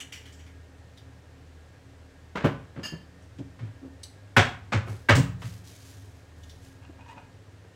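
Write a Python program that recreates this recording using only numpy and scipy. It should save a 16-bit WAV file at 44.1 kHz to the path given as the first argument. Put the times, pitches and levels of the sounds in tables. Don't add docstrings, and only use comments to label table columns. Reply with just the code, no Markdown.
import sys
import numpy as np
from scipy import signal
from scipy.fft import rfft, irfft
from scipy.io import wavfile
from scipy.ndimage import uniform_filter1d

SR = 44100
rng = np.random.default_rng(int(sys.argv[2]) if len(sys.argv) > 2 else 0)


def natural_amplitude(level_db):
    exponent = np.asarray(level_db, float) / 20
    return 10 ** exponent


def generate_wav(signal):
    frames = np.transpose(np.atleast_2d(signal))
    scaled = np.clip(frames, -1, 1) * 32767
    pcm = np.round(scaled).astype(np.int16)
    wavfile.write(sys.argv[1], SR, pcm)


N = 341775


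def unit_rms(x):
    return x / np.sqrt(np.mean(x ** 2) + 1e-20)


def read(points, hz):
    f, value = np.transpose(points)
    return np.interp(np.log(hz + 1), np.log(f + 1), value)


def add(mix, start_s, sound, peak_db):
    part = mix[round(start_s * SR):][:len(sound)]
    part += natural_amplitude(peak_db) * sound[:len(part)] / abs(sound).max()


def coloured(x, points, tilt_db=0):
    hz = np.fft.rfftfreq(len(x), 1 / SR)
    gain_db = read(points, hz) + tilt_db * np.log2((hz + 100) / 1500)
    return irfft(rfft(x) * natural_amplitude(gain_db), len(x))


def resonate(x, hz, width_hz):
    pole = np.exp((2j * np.pi * hz - np.pi * width_hz) / SR)
    return 2 * signal.lfilter([1 - abs(pole)], [1, -pole], x).real


def body(x, modes):
    return sum((-1) ** k * natural_amplitude(db) * resonate(x, hz, width_hz)
               for k, (hz, width_hz, db) in enumerate(modes))


def burst(x, t60_s, rise_s):
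    t = np.arange(len(x)) / SR
    return x * (1 - np.exp(-t / rise_s)) * natural_amplitude(-60 * t / t60_s)


def stroke(start_s, db, hold_s, t60_s, rise_s):
    t = np.clip(np.arange(N) / SR - start_s, 0, None)
    return (1 - np.exp(-t / rise_s)) * natural_amplitude(db - 60 * np.clip(t - hold_s, 0, None) / t60_s)


def rubbing(slips_per_s, spread_db):
    size = natural_amplitude(spread_db * np.minimum(rng.exponential(1, N), 4))
    slips = size * (rng.random(N) < slips_per_s / SR)
    roughness = signal.lfilter([1], [1, -.99], slips)
    return unit_rms(rng.standard_normal(N) * (1 + roughness))


# f/Hz, t60/s
ROOM_DECAY = [(100, 0.59), (300, 0.3), (1000, 0.43), (3000, 0.36), (8000, 0.31), (16000, 0.42)]


def room(x):
    taps = np.zeros(SR)
    at = np.arange(200, SR - 8, 8)
    taps[at + rng.integers(0, 8, len(at))] = rng.choice([-1., 1.], len(at))
    hz, t, bands = signal.stft(taps, SR, nperseg=256)
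    decay = natural_amplitude(-60 * t / read(ROOM_DECAY, hz)[:, None])
    tail = signal.istft(bands * decay, SR, nperseg=256)[1]
    return signal.fftconvolve(x, tail / np.linalg.norm(tail))[:N]


# f/Hz, level/dB
AIR_COLOUR = [(20, -25), (53, -24.5), (65, -19.5), (90, -5.5), (168, -10), (228, -20.5), (262, -10.5),
              (328, -18), (450, -15.5), (1100, -26), (1700, -25.5), (2600, -30.5), (8000, -39),
              (10000, -46), (16000, -53.5)]
# f/Hz, rms level/dB (line near 100 Hz: before its swell), fuzz width/Hz
HUM_LINES = [(39.9, -64, 2.2), (79, -53, 4.85), (99.6, -55, 3.6), (114.7, -61, 3.9), (269, -64, 4.2),
             (1643, -73.5, 12), (1827, -75.5, 10)]
# t/s, gain/dB
MAINS_SWELL = [(0, -15.5), (5.4, 8), (6.5, 1), (7.75, 1.5)]


def fridge():
    t = np.arange(N) / SR
    swell = natural_amplitude(np.interp(t, *np.transpose(MAINS_SWELL)))
    out = natural_amplitude(-55) * unit_rms(coloured(rng.standard_normal(N), AIR_COLOUR))
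    for hz, db, width_hz in HUM_LINES:
        fuzz = unit_rms(resonate(resonate(rng.standard_normal(N), hz, width_hz), hz, width_hz))
        tone = np.sin(2 * np.pi * (hz * t + rng.random()))
        line = natural_amplitude(db) * unit_rms(tone + 0.56 * fuzz)
        out += line * (swell if 95 < hz < 106 else 1)
    return out


# t/s, level/dB, hold/s, t60/s
RUSTLES = [(4.86, -53.5, 0.028, 0.65), (5.392, -55, .12, 0.6), (5.637, -54, 0.028, 1.66),
           (5.824, -59.5, 0.019, 0.86), (6.356, -69, 0.28, 0.43), (6.612, -61.5, 0.035, 0.49)]
# f/Hz, level/dB
RUSTLE_COLOUR = [(800, -4), (2000, -0.5), (3500, 3), (6200, 3.5), (10000, -2.5), (16000, -10)]


def rustle():
    moves = sum(stroke(*row, rise_s=0.025) for row in RUSTLES)
    return unit_rms(coloured(rubbing(slips_per_s=920, spread_db=0), RUSTLE_COLOUR)) * moves


NUDGE_RISE_S = 0.0041
# t/s, level/dB, hold/s, t60/s, tilt/(dB/octave)
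NUDGES = [(6.818, -59.5, 0.032, 0.08, 0.5), (6.98, -57, 0.15, 0.18, -3), (7.079, -56, 0.036, 0.04, 6),
          (7.157, -43.5, 0.013, 0.07, -5), (7.178, -52, 0.0085, 0.1, 0)]
# f/Hz, width/Hz, level/dB
BOARD_MODES = [(272, 5.9, 8), (718, 31, 3.5), (920, 160, -1), (1900, 190, -7), (2500, 28, 3),
               (2800, 100, 0)]
# f/Hz, level/dB
KNOCK_COLOUR = [(100, -14.5), (200, -1.5), (400, -1.5), (800, -2.5), (1550, -1), (2200, -3), (3100, -6),
                (4500, -13.5), (8000, -22.5), (11000, -44), (16000, -47)]


def slide():
    rub = rubbing(slips_per_s=250, spread_db=4)
    drive = 0
    for *row, tilt_db in NUDGES:
        scrape = coloured(rub, KNOCK_COLOUR, tilt_db)
        drive = drive + scrape * stroke(*row, NUDGE_RISE_S) / np.std(body(scrape, BOARD_MODES))
    return body(drive, BOARD_MODES) + natural_amplitude(-11) * drive


# t/s, level/dB, hold/s, t60/s
SQUEAKS = [(7.063, -47.5, .065, 0.03)]


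def squeak():
    start_hz, rise_hz_per_s, jitter_share = 915, 700, .04
    harmonic_db_per_octave, uneven_db = -11, 7.5
    out = np.zeros(N)
    for row in SQUEAKS:
        t = np.clip(np.arange(N) / SR - row[0], 0, 1)
        wobble = jitter_share * unit_rms(uniform_filter1d(rng.standard_normal(N), size=200))
        turns = np.cumsum((start_hz + rise_hz_per_s * t) * (1 + wobble)) / SR
        slips = sum(natural_amplitude(harmonic_db_per_octave * np.log2(k)) * np.cos(2 * np.pi * k * turns)
                    for k in range(1, 8))
        uneven = natural_amplitude(uneven_db * unit_rms(uniform_filter1d(rng.standard_normal(N), size=300)))
        out += unit_rms(slips * uneven) * stroke(*row, NUDGE_RISE_S)
    return out


# t/s, peak level/dB, low centre f/Hz, high centre f/Hz, chatter t60/s
JINGLES = [(.001, -30.5, 2800, 7600, 0.14), (0.121, -31.5, 2700, 5700, 0.29),
           (0.253, -43, 2930, 1670, 0.33), (0.323, -49, 7350, 5100, 0.22), (.389, -48, 2720, 6100, 0.28),
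           (.462, -48, 2050, 3100, 0.23), (.972, -43.5, 3670, 3900, 0.14), (3.22, -58, 6070, 8900, .19),
           (4.031, -30.5, 4530, 8500, 0.092), (6.432, -46, 3520, 6300, 0.083),
           (6.494, -41, 3750, 5400, 0.11)]
# f/Hz, width/Hz, level/dB
CUTLERY_MODES = [(1910, 830, 10.5), (2700, 570, 2.5), (2973, 216, 6), (3700, 350, 0.5), (4100, 83, -1),
                 (4690, 91, -1.5), (5760, 210, -1.5), (6780, 180, -10), (7730, 150, 0.5), (9300, 140, -1)]


def jingles(mix):
    for start_s, db, low_hz, high_hz, t60_s in JINGLES:
        chatter = burst(coloured(rng.standard_normal(SR // 2), RUSTLE_COLOUR), t60_s, rise_s=.002)
        near = []
        for hz, width_hz, mode_db in CUTLERY_MODES:
            octaves_off = min(abs(np.log2(hz / low_hz)), abs(np.log2(hz / high_hz)))
            near.append((hz, width_hz, mode_db - 30 * octaves_off))
        blur = resonate(chatter, low_hz, 0.18 * low_hz) - resonate(chatter, high_hz, 0.33 * high_hz)
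        add(mix, start_s, body(chatter, near) + natural_amplitude(-8) * blur + natural_amplitude(-17) * chatter, db)


# t/s, peak level/dB
PLATE_TAPS = [(2.831, -27.5), (2.85, -24.5)]
# f/Hz, level/dB, t60/s
PLATE_MODES = [(1763, 2.5, 0.33), (2830, 6, 0.17), (3120, -4, 0.38), (4520, -1.5, 0.3), (4920, 2.5, 0.18),
               (5170, -3, 0.17), (6410, -5, 0.2), (6690, -4, 0.22), (7900, -13, 0.17), (9300, -14, .14),
               (11400, -21, .18), (11860, -18, 0.18), (14800, -22, 0.15)]


def plate(mix):
    t = np.arange(SR // 2) / SR
    for start_s, db in PLATE_TAPS:
        contact = coloured(rng.standard_normal(len(t)), KNOCK_COLOUR, tilt_db=-2.0)
        ring = natural_amplitude(13.5) * burst(contact, t60_s=0.11, rise_s=0.0018)
        for hz, mode_db, t60_s in PLATE_MODES:
            a, b = 2 * np.pi * rng.random(2)
            pair = np.sin(2 * np.pi * hz * t + a) + natural_amplitude(-3.5) * np.sin(2 * np.pi * (hz - 32) * t + b)
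            chatter = unit_rms(resonate(rng.standard_normal(len(t)), hz, .04 * hz))
            rough = natural_amplitude(-5) * burst(chatter, t60_s=0.17, rise_s=0.005)
            ring += natural_amplitude(mode_db) * (burst(pair, t60_s, rise_s=0.0046) + rough)
        add(mix, start_s, ring, db)


def flap(t, hz, length_s):
    shudder = unit_rms(resonate(resonate(rng.standard_normal(len(t)), hz, hz), hz, hz))
    arch = np.sin(np.pi * np.clip(t / length_s, 0, 1))
    return arch * (np.sin(2 * np.pi * hz * t) + hz / 650 * shudder)


# t/s, peak level/dB, flap f/Hz, length/s, overtone level/dB
THUMPS = [(2.437, -10.5, 131, 0.032, 0.5), (2.77, -27.5, 129, 0.039, -2), (2.918, -28.5, 152, 0.0304, -7),
          (3.383, -25.5, 129, 0.047, 1.5), (3.601, -27, 118.4, 0.072, -12.5), (3.659, -39, 121, 0.058, -21),
          (3.814, -34.5, 127.8, 0.077, 14), (4.366, -10, 117.7, 0.031, -3.5),
          (4.736, -16.5, 113.7, 0.042, -9), (4.871, -29.5, 114, 0.068, -24),
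          (5.094, -12.5, 112, 0.039, -19), (5.15, -9.5, 128.5, 0.079, -10.5),
          (5.432, -27, 120.3, 0.072, -22.5), (6.893, -38.5, 137, 0.021, 13)]
# f/Hz, level/dB, ring/s (1.6 / bandwidth in Hz)
CABINET_MODES = [(63.5, 14, 0.69), (87, 15.5, 0.12), (110, 5.5, 0.19), (127.4, -2.5, 0.11),
                 (164, 7.5, 0.08), (178, 10.5, 1), (268.5, -28, 0.53), (324, -4, 0.553), (366, 1, 0.27),
                 (435, 1, 0.45)]


def thumps(mix):
    overtone_ratio = 2.1
    t = np.arange(SR // 2) / SR
    shove = np.sin(np.pi * np.clip(t / 0.0086, 0, 1)) ** 2
    modes = [(hz, 1.6 / ring_s, db) for hz, db, ring_s in CABINET_MODES]
    for start_s, db, hz, length_s, over_db in THUMPS:
        overtone = natural_amplitude(over_db) * flap(t, overtone_ratio * hz, length_s)
        push = flap(t, hz, length_s) + overtone + natural_amplitude(-8.0) * shove
        add(mix, start_s, push + natural_amplitude(-3.5) * body(push, modes), db)


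# t/s, peak level/dB, pitch ratio (larger panel = lower), t60/s, rise/s
CRACKS = [(2.354, -29.5, .66, .1, 0.0046), (2.444, -17, .3, .13, .005), (4.3645, -5, 1.001, .075, 0.0014),
          (4.721, -21, .81, .1, 0.0031), (5.087, -7, 1.06, .1, 0.0028)]
# f/Hz, level/dB
DOOR_MODES = [(765, -7.5), (1080, -9.5), (1490, 2.5), (1860, -3.5), (2110, -4), (2580, -8.5)]


def cracks(mix):
    blur_share = 0.035
    t = np.arange(SR // 2) / SR
    for start_s, db, ratio, t60_s, rise_s in CRACKS:
        ring = 0
        for door_hz, mode_db in DOOR_MODES:
            hz = door_hz * ratio
            rattle = unit_rms(resonate(rng.standard_normal(len(t)), hz, blur_share * hz))
            clean = np.sin(2 * np.pi * (hz * t + rng.random()))
            ring = ring + natural_amplitude(mode_db) * (clean + natural_amplitude(-4.5) * rattle)
        add(mix, start_s, burst(ring, t60_s, rise_s), db)


# t/s, peak level/dB, tilt/(dB/octave), rise/s, t60/s
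KNOCKS = [(2.352, -21, -3.5, 0.0079, 0.29), (2.439, -13.5, -4, 0.017, 0.14),
          (2.754, -31.5, -5.5, 0.029, 0.28), (2.922, -32.5, -8.5, 0.007, 0.13),
          (3.383, -47, 6, 0.0038, 0.083), (3.586, -41, -2, 0.0053, 0.43), (4.364, -5.5, -0.5, 0.0092, 0.2),
          (4.72, -16.5, -1.5, 0.011, 0.16), (4.866, -32.5, -6, 0.01, 0.26), (5.086, -7, -1.8, 0.014, 0.16),
          (5.149, -18.5, 10, 0.0094, 0.18), (5.418, -34, 0, 0.0022, 0.23),
          (7.647, -45.5, -6, 0.0015, 0.037)]


def knocks(mix):
    rattle = rubbing(slips_per_s=200, spread_db=0)
    for start_s, db, tilt_db, rise_s, t60_s in KNOCKS:
        excerpt = np.roll(rattle, -rng.integers(N))[:SR // 2]
        grain = coloured(excerpt, KNOCK_COLOUR, tilt_db)
        add(mix, start_s, burst(grain, t60_s, rise_s), db)


def scene():
    hits, weight = np.zeros((2, N))
    knocks(hits)
    cracks(weight)
    plate(hits)
    jingles(hits)
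    thumps(weight)
    hits += rustle() + slide() + squeak()
    echoes = natural_amplitude(-6) * room(hits) + natural_amplitude(-10.5) * room(weight)
    return (hits + weight + echoes + fridge())[None]


def low_pass(x):
    return signal.sosfilt(signal.butter(12, 15760, fs=SR, output="sos"), x)


def record(dry):
    thin = signal.sosfilt(signal.butter(2, 45, "high", fs=SR, output="sos"), dry)
    return low_pass(thin)


dry = scene()
out = record(dry)
generate_wav(out)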